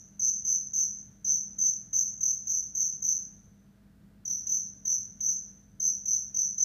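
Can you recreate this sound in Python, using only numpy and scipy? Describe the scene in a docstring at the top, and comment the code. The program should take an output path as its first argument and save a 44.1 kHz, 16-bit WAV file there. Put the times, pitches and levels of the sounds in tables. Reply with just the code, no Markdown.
"""The ringing tail of a chirp dies away over hum; then a field cricket calls on a hard floor in a bare room at night.
Each chirp is five wing strokes: tones sliding down in pitch, with an octave and a dry rasp of noise.
Decaying noise, convolved with each chirp, blurs the strokes into a ringing tail.
Faint ticks are filtered noise bursts; mains hum is a sum of sines; rumble and hiss are coloured noise."""
import sys
import numpy as np
from scipy import signal
from scipy.fft import rfft, irfft
from scipy.io import wavfile

SR = 44100
rng = np.random.default_rng(int(sys.argv[2]) if len(sys.argv) > 2 else 0)


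def unload_wav(signal):
    """Save mono or channel-first audio to the path in sys.argv[1] as 16-bit WAV at rate SR, clipped to [-1, 1]."""
    wavfile.write(
        sys.argv[1],
        SR,
        np.round(np.clip(np.atleast_2d(signal).T, -1, 1) * 32767).astype(np.int16),
    )


N = 292824


def from_db(db):
    """Amplitude factor of a level in dB."""
    return 10 ** (np.asarray(db) / 20)


def rms_one(x):
    """Scale to rms 1."""
    return x / np.sqrt(np.mean(x ** 2) + 1e-20)


def at_hz(points, hz):
    """Read a (Hz, value) curve, linear over log frequency."""
    curve_hz, values = np.array(points).T
    return np.interp(np.log(np.maximum(hz, 1)), np.log(curve_hz), values)


def drift(rate_hz, count):
    """Slow chance: noise through a double one-pole low-pass, rms 1."""
    pole = np.exp(-2 * np.pi * rate_hz / SR)
    noise = rng.standard_normal(count + SR)
    settled = signal.lfilter([1], [1, -2 * pole, pole * pole], noise)[SR:]
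    return rms_one(settled)


def coloured(spectrum, count):
    """Noise shaped by a spectrum in dB, rms 1."""
    hz = np.fft.rfftfreq(count, 1 / SR)
    white = rfft(rng.standard_normal(count))
    return rms_one(irfft(white * from_db(at_hz(spectrum, hz)), count))


def band_pass(order, low_hz, high_hz, x):
    """Butterworth band-pass."""
    return signal.sosfilt(signal.butter(order, [low_hz, high_hz], "band", fs=SR, output="sos"), x)


def resonance(centre_hz, width_hz, x):
    """Two-pole peak filter, gain 1 at its centre."""
    return signal.lfilter(*signal.iirpeak(centre_hz, centre_hz / width_hz, SR), x)


STROKE_S = 0.0165
TONE_PEAK_S = 0.0068
CONTACT_ATTACK_S, CONTACT_HOLD_S = 0.0027, 0.0047
SAG_PER_S = 7.71  # share of the start pitch lost per second of stroke
TOOTH_JITTER, JITTER_HZ = 0.0091, 530  # uneven tooth spacing: rms share of pitch, speed
SCRAPE_DB = -40
WING_HZ, WING_WIDTH_HZ = 6630, 2300  # main resonance of the wing's harp
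WING_LOW_HZ, WING_HIGH_HZ = 5040, 7000
OCTAVE_LOW_HZ, OCTAVE_HIGH_HZ = 10700, 12970
# before and after the turn
OCTAVE_PEAK_HZ, OCTAVE_PEAK_WIDTH_HZ, OCTAVE_PEAK_GAIN = [13090, 12000], 220, [1.6, 0.6]
# Strength of the successive strokes in a chirp. Each entry: level in dB.
STROKE_LEVELS_DB = [1.5, 4, 5, 2.5, -7.5]
# Spectrum shape of the scraper's rasp. Each row: frequency in Hz, relative density in dB per Hz.
SCRAPE_SPECTRUM = [(3500, -16), (5000, -2), (7000, 18.5), (8300, -24.5), (12500, -12.5), (13800, 1.5),
                   (14700, -1.5), (15200, -1), (17000, -14)]


def chirp(start_hz, spacing_s, overtone_db, turned):
    """The scraper runs along the file once a stroke and slows, so the wing's tone and its octave slide down."""
    t = np.arange(int(STROKE_S * SR)) / SR
    swell = np.interp(t, [0, TONE_PEAK_S, STROKE_S], [0, 1, 0])
    hold_end_s = CONTACT_ATTACK_S + CONTACT_HOLD_S
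    touch = np.interp(t, [0, CONTACT_ATTACK_S, hold_end_s, STROKE_S], [0, 1, 1, 0])
    tone, octave, rasp = np.zeros((3, SR // 5))
    for k, stroke_db in enumerate(STROKE_LEVELS_DB):
        jitter = 1 + TOOTH_JITTER * drift(JITTER_HZ, count=len(t))
        hz = start_hz * (1 - SAG_PER_S * t) * jitter
        phase = 2 * np.pi * (np.cumsum(hz) / SR + rng.random())
        first = round(k * spacing_s * SR)
        at = slice(first, first + len(t))
        contact = from_db(stroke_db) * touch
        tone[at] += from_db(stroke_db) * swell * np.sin(phase)
        octave[at] += from_db(overtone_db) * contact * np.sin(2 * phase)
        rasp[at] += from_db(SCRAPE_DB) * contact * coloured(SCRAPE_SPECTRUM, count=len(t))
    tone = resonance(WING_HZ, WING_WIDTH_HZ, tone)
    lift = resonance(OCTAVE_PEAK_HZ[turned], OCTAVE_PEAK_WIDTH_HZ, octave)
    octave = octave + OCTAVE_PEAK_GAIN[turned] * lift
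    radiated_tone = band_pass(3, WING_LOW_HZ, WING_HIGH_HZ, tone)
    radiated_octave = band_pass(4, OCTAVE_LOW_HZ, OCTAVE_HIGH_HZ, octave)
    return radiated_tone + radiated_octave + rasp


LENGTH = SR  # samples kept of each chirp and its tail
ROOM_DB = 7  # total echo energy, re unity gain
LATE_DB, LATE_STRETCH = -22, 2  # weaker, slower tail from the farther space: level, multiple of T60
ECHO_CLUMP_DB, ECHO_CLUMP_HZ = 1.5, 147  # reflections arrive in clumps
# Reverberation per band, low to high. Each row: nominal band frequency in Hz, T60 in seconds.
ROOM_DECAY = [(2000, 0.58), (6000, 0.44), (12500, 0.33), (15000, 0.27)]


def echoes(rise_s):
    """Dense reflections, dying faster in the treble: bands of noise, each with its own decay."""
    t, hz = np.arange(LENGTH) / SR, np.fft.rfftfreq(LENGTH, 1 / SR)
    white, out = rfft(rng.standard_normal(LENGTH)), 0
    edges_hz = [0, 4000, 9000, 13400, SR]
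    for (_, t60_s), low_hz, high_hz in zip(ROOM_DECAY, edges_hz, edges_hz[1:]):
        early = from_db(-60 * t / t60_s)
        late = from_db(LATE_DB - 60 * t / (LATE_STRETCH * t60_s))
        band = irfft(white * ((hz >= low_hz) & (hz < high_hz)), LENGTH)
        out = out + np.hypot(early, late) * band
    build_up = 1 - np.exp(-(t / rise_s) ** 2)
    clumps = from_db(ECHO_CLUMP_DB * drift(ECHO_CLUMP_HZ, count=LENGTH))
    out = out * build_up * clumps
    return from_db(ROOM_DB) * out / np.sqrt(np.sum(out ** 2))


TURN_S = 3.75  # the insect turns round
DIRECT_DB, ECHO_RISE_S = [1.4, 3], [0.0072, 0.011]  # before and after the turn
# Chirps of the call. Each row: start in seconds, level in dB, pitch at the start of a stroke in Hz,
# stroke spacing in seconds, octave level in dB.
CHIRP_EVENTS = [(-.25, -29, 6530, .0235, -28), (0.193, -26, 6540, 0.025, -37),
                (0.4466, -26.5, 6520, 0.025, -36), (0.7318, -26.5, 6514, 0.026, -35.5),
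                (1.2436, -26.5, 6494, 0.027, -36.5), (1.583, -26.5, 6523, 0.025, -35.5),
                (1.9281, -26, 6530, 0.022, -35), (2.2053, -27, 6533, 0.025, -34.5),
                (2.4678, -27.5, 6500, 0.024, -34), (2.7473, -27, 6510, 0.025, -33),
                (3.0197, -27.5, 6516, 0.025, -32.5), (4.2504, -32, 6382, 0.023, -33),
                (4.4656, -28, 6474, .0245, -35), (4.8499, -28.5, 6470, .024, -33.5),
                (5.2039, -28, 6480, 0.027, -34), (5.7975, -28, 6467, 0.025, -34.5),
                (6.0537, -28, 6460, 0.025, -34), (6.3423, -28, 6464, 0.023, -36),
                (6.5773, -25.5, 6470, .0225, -40)]


def cricket():
    """Insect and microphone shift by a wavelength between chirps, so each one meets a new pattern of echoes."""
    out = np.zeros(N + 2 * SR)  # 1 s margin at both ends
    for start_s, level_db, start_hz, spacing_s, overtone_db in CHIRP_EVENTS:
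        turned = int(start_s > TURN_S)
        path = echoes(ECHO_RISE_S[turned])
        path[0] = from_db(DIRECT_DB[turned])
        dry_chirp = chirp(start_hz, spacing_s, overtone_db, turned)
        at = SR + round(start_s * SR)
        out[at:at + LENGTH] += from_db(level_db) * signal.fftconvolve(dry_chirp, path)[:LENGTH]
    return out[SR:SR + N]


TICK_SPAN = 1.42  # band edges lie this factor below and above the centre
# Faint dry ticks. Each row: start in seconds, level before the filter in dB,
# decay time constant in seconds, centre in Hz.
TICK_EVENTS = [(2.047, -46.5, 0.00089, 4400), (3.078, -42.5, .0008, 4300), (4.854, -52.5, 0.0075, 2400),
               (4.930, -42.5, 0.0006, 4600), (5.197, -58.5, .006, 2600)]


def ticks():
    """Exponentially decaying noise bursts, each through a band-pass."""
    out, t = np.zeros(N), np.arange(SR // 20) / SR
    for start_s, level_db, decay_s, centre_hz in TICK_EVENTS:
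        burst = np.exp(-t / decay_s) * rng.standard_normal(len(t))
        tick = band_pass(2, centre_hz / TICK_SPAN, centre_hz * TICK_SPAN, burst)
        out[round(start_s * SR):][:len(t)] += from_db(level_db) * tick
    return out


MAINS_HZ = 50.15
HUM_WAVER_DB, HUM_WAVER_HZ = 1.5, 0.86
# Mains harmonics. Each row: multiple of the mains frequency, mid level in dB rms.
HUM_HARMONICS = [(1, -68), (2, -69.5), (4, -62), (6, -77.5), (8, -88.5), (9, -84.5), (10, -88.5), (13, -85)]


def hum():
    """Multiples of the mains frequency, each wavering a little in level."""
    t, out = np.arange(N) / SR, 0
    for multiple, level_db in HUM_HARMONICS:
        gain = np.sqrt(2) * from_db(level_db + HUM_WAVER_DB * drift(HUM_WAVER_HZ, count=N))
        out = out + gain * np.sin(2 * np.pi * (round(multiple) * MAINS_HZ * t + rng.random()))
    return out


FLOOR_DB, FLOOR_PATCHY_DB, FLOOR_PATCHY_HZ = -60, 0.57, 4.0
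# Spectrum shape of rumble and hiss. Each row: frequency in Hz, relative density in dB per Hz.
FLOOR_SPECTRUM = [(20, -22), (35, -17), (48, -7), (75, -5.5), (165, -0.5), (230, -6), (330, -18.5),
                  (700, -25.5), (1100, -30), (1550, -26), (2500, -35.5), (4500, -37), (7000, -40.5),
                  (10600, -41.5), (15500, -40.5)]


def floor():
    """Far machinery through the walls and the hiss of the microphone: one coloured noise, level drifting."""
    gain = from_db(FLOOR_DB + FLOOR_PATCHY_DB * drift(FLOOR_PATCHY_HZ, count=N))
    return gain * coloured(FLOOR_SPECTRUM, count=N)


def scene():
    """Sum of all sources, one channel."""
    return (cricket() + ticks() + hum() + floor())[None]


CUTOFF_HZ = 15500


def record(dry):
    """Steep low-pass: 50 dB down from the cutoff upward."""
    return signal.sosfilt(signal.cheby2(24, 50, CUTOFF_HZ, fs=SR, output="sos"), dry)


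dry = scene()
out = record(dry)
unload_wav(out)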